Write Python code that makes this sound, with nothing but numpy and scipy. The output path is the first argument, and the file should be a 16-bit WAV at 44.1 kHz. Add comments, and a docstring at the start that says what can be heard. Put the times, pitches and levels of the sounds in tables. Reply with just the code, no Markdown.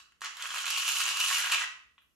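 """In the faint air of a small, hard-walled workshop, a hand-held ratchet reel clacks as it is gripped.
Each impact rings the plastic case, and the room reverberates. From 0.2 s the reel is pulled out in one
long stroke: the pawl chatters over the teeth, speeding up to some 270 a second, parts snag with harder
clacks, and the tightening spring sings. The wheel stops at 1.64 s. Near 2 s come a few soft clicks
and a brush of fingers on the case."""
import sys
import numpy as np
from scipy import signal
from scipy.fft import rfft, irfft, next_fast_len
from scipy.io import wavfile

SR = 44100
rng = np.random.default_rng(int(sys.argv[2]) if len(sys.argv) > 2 else 0)


def wav_record(signal):
    """Record a signal, one row per channel, as 16-bit PCM in the file named by sys.argv[1]."""
    frames = np.transpose(np.atleast_2d(signal))
    bounded = np.clip(frames, -1, 1)
    # unit amplitude maps onto the largest positive 16-bit level
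    quanta = np.round(bounded * 32767).astype(np.int16)
    wavfile.write(sys.argv[1], SR, quanta)


N = 94815
LEAD = 4410  # samples ahead of t = 0, so that an earlier impact can ring on


def amp(db):
    """Amplitude ratio of a level in decibels."""
    return 10 ** (np.asarray(db) / 20)


def at_frequency(points, hz):
    """Interpolation of a table on a logarithmic frequency axis."""
    f, value = np.transpose(points)
    return np.interp(np.log(hz + 1), np.log(f), value)


def envelope(points):
    """Linear interpolation of a table in time, sample by sample."""
    return np.interp(np.arange(-LEAD, N) / SR, *np.transpose(points))


def unit(x):
    """Normalisation to unit energy."""
    return x / np.sqrt((x ** 2).sum(-1, keepdims=True) + 1e-20)


def filtered(x, gain):
    """Linear filtering: the spectrum is multiplied by a frequency response."""
    size = next_fast_len(2 * x.shape[-1])
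    return irfft(rfft(x, size) * gain(np.fft.rfftfreq(size, 1 / SR)), size)[..., :x.shape[-1]]


def room_air(rms_db=-77.5, correlation=0.27):
    """Ambient noise: faint rumble and hiss, partly coherent between left and right."""
    # noise density of the room: f/Hz, relative level/dB
    spectrum = [(20, -8.5), (36, -6), (49, 10), (62, 15), (90, 4), (160, 0.5), (300, -2.5), (600, -9),
                (2000, -19.5), (6000, -12.5), (13500, -21), (16000, -28.5)]
    noise = rng.standard_normal((3, N))
    pair = np.sqrt(correlation) * noise[2] + np.sqrt(1 - correlation) * noise[:2]
    return amp(rms_db) * np.sqrt(N) * unit(filtered(pair, lambda hz: amp(at_frequency(spectrum, hz))))


def case_clicks(crossover_hz=(2200, 3700, 9000)):
    """Minimum-phase impulse response of the case in four bands: low, middle, treble and top."""
    # spectrum of one click: f/Hz, relative level/dB
    spectrum = [(100, -59.5), (350, -31.5), (550, -23.5), (780, -16), (1080, -4.5), (1500, 1.5),
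                (2050, 2.5), (2750, 2.5), (3600, -0.5), (4900, -5.5), (6900, -4), (8400, -5.5), (9500, -6),
                (11000, -14), (14000, -17.5), (14600, -34.5), (15100, -48)]
    hz = abs(np.fft.fftfreq(4096, 1 / SR))
    a, b, c = (1 / (1 + (hz / edge) ** 14) for edge in crossover_hz)
    bands = np.array([a, (1 - a) * b, (1 - b) * c, 1 - c])
    gains = bands * amp(at_frequency(spectrum, hz)) + 1e-4
    response = np.exp(np.conj(signal.hilbert(np.log(gains))))
    return unit(np.fft.ifft(response).real)


def impacts(times, strengths, knock_hz=1245, rattle_db=9.5, rattle_t60_s=0.02, variants=24):
    """Impulsive excitation in four bands: the plastic cracks and rattles, case and pawl ring briefly."""
    # the pawl's ping shifts with the grip: t/s, f/Hz, tonal share of the two lower bands/1
    ping = [(.25, 2730, 0.5), (.42, 3350, 0.4), (.456, 2580, 0.4), (0.463, 3360, 0.4), (0.511, 3109, 0.46),
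            (.55, 2450, 0.7), (0.583, 3195, .35), (.66, 2540, .5), (.78, 2820, 0.63), (.90, 2800, 0.54),
            (1.01, 2820, 0.59), (1.08, 2720, 0.54), (1.2, 2794, 0.81), (1.29, 2680, 0.4),
            (1.35, 2840, 0.36), (1.42, 2750, 0), (1.50, 2720, 0.37), (1.55, 2541, 0.53), (1.62, 2760, 0),
            (1.98, 2920, 0.21)]
    grip_s, grip_hz, grip_share = np.transpose(ping)
    clicks, t = case_clicks(), np.arange(1024) / SR
    bursts = unit(rng.standard_normal((variants, len(t))) * amp(-60 * t / rattle_t60_s))
    rattles = unit(signal.fftconvolve(bursts[:, None], clicks[None], axes=2))
    cracks = np.pad(clicks, ((0, 0), (0, len(t) - 1)))
    out = np.zeros(N + LEAD + 8192)
    for s, strength, (pick, detune, shift, phase) in zip(times, strengths, rng.random((len(times), 4))):
        k = int(pick * variants)
        loose = amp(rattle_db) / (1 + (strength[2] / amp(-4)) ** 2)  # strong treble: less rattle
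        blow = unit((-1) ** k * cracks + loose * rattles[k])
        tonal = np.interp(s, grip_s, grip_share)
        case_hz = knock_hz * (1 + 0.14 * (2 * shift - 1))
        pawl_hz = np.interp(s, grip_s, grip_hz) * (1 + 0.058 * (2 * detune - 1))
        for band, (hz, rise_s) in enumerate([(case_hz, 0.00061), (pawl_hz, 0.00065)]):
            note = unit((t / rise_s) ** 2 * np.exp(-t / rise_s) * np.sin(2 * np.pi * (hz * t + phase)))
            blow[band] *= np.sqrt(1 - tonal)
            blow[band, :len(t)] += np.sqrt(tonal) * note
        start = int(np.clip(round(s * SR) + LEAD, 0, N + LEAD))
        out[start:start + blow.shape[1]] += strength @ unit(blow)
    return out[:N + LEAD]


def clacks(trim_db=-4, duration_s=.01):
    """Isolated transients: parts collide as the mechanism is gripped, snags and stops."""
    # single blows: t/s, then relative level/dB in the low, middle, treble and top bands
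    blows = [(-.025, -43.5, -46, -43, -50), (.001, -53.5, -50.5, -62, -65), (.121, -61, -62.5, -71, -74),
             (0.2077, -57, -57, -51, -56.5), (.217, -33.5, -45, -42.5, -59), (.238, -36, -47, -52, -68.5),
             (0.2458, -51, -43, -37.5, -46), (0.2585, -39, -42, -37, -59), (.267, -46, -44, -47, -65),
             (0.37, -45, -48, -43.5, -50), (0.394, -49, -47, -56, -68), (.423, -49, -33, -34, -45),
             (.456, -32, -32.5, -49, -60), (0.465, -53, -37.5, -44, -47), (0.4728, -41, -49, -41.5, -43),
             (0.505, -49, -34, -47, -57), (.572, -32, -47, -37, -49), (.583, -44, -33.5, -44, -41),
             (.642, -34, -35.5, -51, -59), (0.6553, -57, -31, -35, -47), (0.6788, -36.5, -31.5, -33.5, -53),
             (0.7039, -38.5, -42, -30, -33), (.775, -39.5, -29, -32.5, -39), (.7815, -50, -35, -31, -41),
             (0.821, -46, -37, -36.5, -51.5), (.890, -44, -31.5, -33, -34), (0.8974, -35, -33, -37, -45.5),
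             (.911, -43, -40, -40, -41), (.918, -46.5, -36, -31.5, -37.5), (0.968, -52, -25.5, -34, -48),
             (0.9859, -41, -29, -34.5, -31.5), (1.0045, -35.5, -29.5, -33, -37.5),
             (1.012, -45.5, -33.5, -33.5, -32), (1.016, -35.5, -27, -35, -43.5),
             (1.037, -38.5, -39.5, -31, -39), (1.170, -34.5, -42.5, -33, -37),
             (1.202, -38.5, -31.5, -31.5, -35), (1.210, -43.5, -23.5, -38.5, -47.5),
             (1.238, -33, -30, -41.5, -46), (1.261, -40, -29, -35, -47.5),
             (1.283, -37.5, -33.5, -32.5, -34), (1.2907, -35.5, -35.5, -31.5, -39.5),
             (1.302, -30, -41, -39, -38.5), (1.311, -28.5, -40, -34, -34.5),
             (1.327, -36.5, -26.5, -35, -38.5), (1.349, -42, -28, -32, -40),
             (1.358, -39.5, -28, -39.5, -48.5), (1.369, -33, -33, -34, -43),
             (1.453, -35, -30.5, -45, -54.5), (1.515, -48, -26, -36.5, -44.5),
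             (1.5203, -31, -24.5, -25.5, -35), (1.527, -34, -32.5, -35, -37),
             (1.532, -30, -36, -32.5, -42.5), (1.537, -33.5, -32.5, -32.5, -40.5),
             (1.5451, -28.5, -21, -34, -37.5), (1.595, -38.5, -37.5, -44.5, -59.5),
             (1.607, -38, -39, -46.5, -63), (1.637, -34.5, -43, -51, -61.5),
             (1.642, -35.5, -40.5, -42.5, -48.5), (1.9797, -56.5, -54, -79, -94),
             (1.985, -60.5, -58, -76, -92), (2.019, -65, -67.5, -84, -87)]
    rows = np.array(blows)
    strengths = amp(rows[:, 1:] + trim_db) * np.sqrt(duration_s * SR)  # energy = power times duration
    return impacts(rows[:, 0], strengths)


def ringing(x, ring_db=-7, spring_hz=2902, spring_t60_s=.13):
    """Modal resonance: the impacts drive damped modes of case and spring, which add to their sound."""
    # modes of case and spring: f/Hz, relative level/dB, T60/s
    modes = [(1098.2, -20.5, 0.2), (1266, -27.5, 0.081), (1465, -27.5, 0.22), (1630, -34.5, .16),
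             (1919, -21.5, 0.16), (2190, -18, 0.12), (2594, -28.5, .1), (2640, -29, 0.17),
             (2784, -30.5, 0.19), (2903, -30, 0.16), (3230, -29, 0.11), (4110, -28.5, 0.11),
             (4650, -28, .14), (6870, -20, 0.011)]
    # the spring sings as it tightens: t/s, relative drive level/dB
    spring_drive = [(.3, -49), (.7, -39), (1.1, -29.5), (1.18, -13.5), (1.36, -16), (1.43, -32)]
    t = np.arange(SR // 4) / SR
    ring = sum(amp(db) * unit(np.cos(2 * np.pi * hz * t) * amp(-60 * t / t60)) for hz, db, t60 in modes)
    spring = unit(np.cos(2 * np.pi * spring_hz * t) * amp(-60 * t / spring_t60_s))
    singing = signal.fftconvolve(x * amp(envelope(spring_drive)), spring)
    return x + amp(ring_db) * (signal.fftconvolve(x, ring) + singing)[:len(x)]


def direct_sound(x):
    """Directivity: the reel's sound arrives left and right with differing phase and level."""
    # right behind left: f/Hz, phase lag/rad
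    lag = [(300, .1), (2000, .6), (3000, -.7), (5000, -.7), (6600, -.6), (8200, 3), (9700, 4.3),
           (11400, 6.15), (13000, 6.45), (15000, 8.5)]
    # right over left with the reel fully turned: f/Hz, level/dB
    balance = [(500, -1.5), (1800, -0.5), (2800, -1), (4000, 9), (5500, 3.5), (7800, 14.5), (9300, 11.5),
               (10300, -9), (12000, 0), (15000, 1.5)]
    # turn of the reel to the right: t/s, share/1
    facing = [(.3, 0.64), (.62, 0.84), (.80, 0.56), (1.3, 0.92), (1.45, 0.65), (1.62, 0.67)]
    side = np.array([[-.5], [.5]])
    ahead = filtered(np.array([x, x]), lambda hz: np.exp(-1j * side * at_frequency(lag, hz)))
    turned = filtered(ahead, lambda hz: amp(side * at_frequency(balance, hz)))
    turn = envelope(facing)
    return (1 - turn) * ahead + turn * turned


def reverberation(x, onset_s=0.0027, early_db=4.5, early_fade_s=0.0055):
    """Diffuse field: the workshop's dense reflections decay exponentially, faster in the treble."""
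    # reverberation time: f/Hz, T60/s
    decay = [(300, .5), (700, 0.48), (1200, 0.51), (2700, 0.4766), (5000, 0.43), (8000, 0.36),
             (14000, .335)]
    # reflections over direct sound: f/Hz, level/dB
    colour = [(300, 2), (1200, -2.5), (3000, 1), (6500, 1.5), (9000, -5.5), (13000, -7)]
    # reflections, right over left: f/Hz, level/dB
    balance = [(1000, 2.8), (3000, 0.47), (6000, 6.8), (10000, 0.03686)]
    hz, t, noise = signal.stft(rng.standard_normal((2, SR * 3 // 4)), SR, nperseg=256)
    t60 = at_frequency(decay, hz)[:, None]
    tail = signal.istft(noise * amp(-60 * t / t60) / np.sqrt(t60), SR, nperseg=256)[1]
    t = np.arange(tail.shape[1]) / SR
    build_up = 1 - np.exp(-(t / onset_s) ** 2)
    tail = unit(tail * build_up * amp(early_db * np.exp(-t / early_fade_s)))
    wet = signal.fftconvolve(x[None], tail, axes=1)[:, :len(x)]
    side = np.array([[-.5], [.5]])
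    return filtered(wet, lambda hz: amp(at_frequency(colour, hz) + side * at_frequency(balance, hz)))


def pawl_chatter(start_s=.216, stop_s=1.64, jitter_s=.0003, rebound_s=.0014, rebound_db=-11.5):
    """Impact train with friction: the pawl drops off each tooth, bounces once and slides to the next."""
    # speed of the wheel: t/s, tooth rate/Hz
    speed = [(.216, 145), (.28, 146), (.34, 153), (.41, 212), (.47, 207), (.61, 261), (.70, 225),
             (.78, 282.96), (.83, 240), (.90, 317), (1.0, 277), (1.15, 255), (1.22, 260), (1.30, 306),
             (1.38, 297), (1.46, 294), (1.56, 256), (1.64, 231)]
    # chatter: t/s, then relative level/dB in the low, middle, treble and top bands
    loudness = [(.222, -48, -43, -47, -58), (.256, -39.5, -40.5, -46, -66), (.285, -49, -46, -50.5, -68),
                (.338, -57, -54, -60, -73.5), (.406, -43.5, -43, -49, -58), (.42, -42.5, -36.5, -47, -54.5),
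                (.47, -45.5, -54, -48, -60), (.502, -44, -44, -45, -58.5), (.55, -39, -37, -42.5, -50),
                (.626, -45.5, -39.5, -40.5, -51.5), (.648, -44, -47, -45, -69),
                (0.655, -39.5, -34, -41, -46), (.745, -44.5, -32, -37.5, -54), (.784, -43, -33.5, -37, -43),
                (.834, -41, -36, -40.5, -49), (.898, -38.5, -30.5, -33.5, -41), (.94, -41, -37, -37.5, -45),
                (0.994, -37.5, -32, -31.5, -40.5), (1.03, -42.5, -35, -39.5, -46),
                (1.08, -37, -31, -34.5, -44.5), (1.145, -41.5, -34, -38.5, -50),
                (1.23, -38, -32, -34.5, -42), (1.299, -38, -34, -33.5, -40.5),
                (1.36, -38.5, -33.5, -37.5, -44), (1.40, -35.5, -35.5, -35, -42.5),
                (1.44, -36, -36.5, -42.5, -50), (1.495, -37.5, -35, -38.5, -50.5),
                (1.529, -31.5, -27.5, -35, -45), (1.57, -40, -34, -42.5, -53),
                (1.61, -39.5, -38, -41.5, -58), (1.64, -37, -46, -53, -64)]
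    # sliding, greatest while the wheel is slow: t/s, share of power/1
    slide_share = [(.22, 0.64), (.40, 0.4), (.62, 0.19), (.9, 0.16), (1.3, 0.15), (1.64, .2)]
    trims_db, tooth_spread_db, band_spread_db = (0, -2, -0.5, 3), 3, 2.5
    t, count = np.arange(-LEAD, N) / SR, 600
    chance, hiss = rng.standard_normal((count, 11)), rng.standard_normal((4, len(t)))
    running = (t > start_s) & (t < stop_s)
    rate, sliding = envelope(speed), envelope(slide_share)
    teeth_passed = np.cumsum(rate * running) / SR
    at = np.minimum(np.searchsorted(teeth_passed, np.arange(count) + 1), len(t) - 1)
    times, *bands_db = np.transpose(loudness)
    level = running * np.array([amp(np.interp(t, times, db) + trim)
                                for db, trim in zip(bands_db, trims_db)])
    per_tooth = np.sqrt((1 - sliding[at]) * SR / rate[at]) * amp(tooth_spread_db * chance[:, 0])
    force = level[:, at].T * per_tooth[:, None]
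    drops = t[at] + jitter_s * chance[:, 1]
    bounces = drops + rebound_s * np.exp(chance[:, 2] / 2)
    strengths = np.vstack([force * amp(band_spread_db * chance[:, 3:7]),
                           force * amp(rebound_db + band_spread_db * chance[:, 7:])])
    scrape = signal.fftconvolve(hiss * level * np.sqrt(sliding), case_clicks(), axes=1).sum(0)[:len(t)]
    return impacts(np.r_[drops, bounces], strengths) + scrape


def finger_rustle(centre_hz=11800, width_hz=2500):
    """Friction noise: skin brushes faintly on plastic once the wheel has stopped."""
    # fingers shifting on the case: t/s, level/dB
    brush = [(1.99, -110), (2.02, -80), (2.06, -87), (2.15, -89)]
    noise = rng.standard_normal(N + LEAD)
    hiss = filtered(noise, lambda hz: np.exp(-((hz - centre_hz) / width_hz) ** 2))
    return np.sqrt(len(hiss)) * unit(hiss) * amp(envelope(brush))


def scene(chatter_db=-5.0, clacks_db=-4.0):
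    """Superposition of the reel's direct sound, its reverberation and the ambient noise."""
    reel = ringing(amp(chatter_db) * pawl_chatter() + amp(clacks_db) * clacks()) + finger_rustle()
    return (direct_sound(reel) + reverberation(reel))[:, LEAD:] + room_air()


def record(dry, cutoff_hz=15850):
    """Band limiting by a linear-phase low-pass filter."""
    low_pass = signal.firwin(511, cutoff_hz, window=("kaiser", 9), fs=SR)
    return signal.oaconvolve(dry, low_pass[None], "same")


dry = scene()
out = record(dry)
wav_record(out)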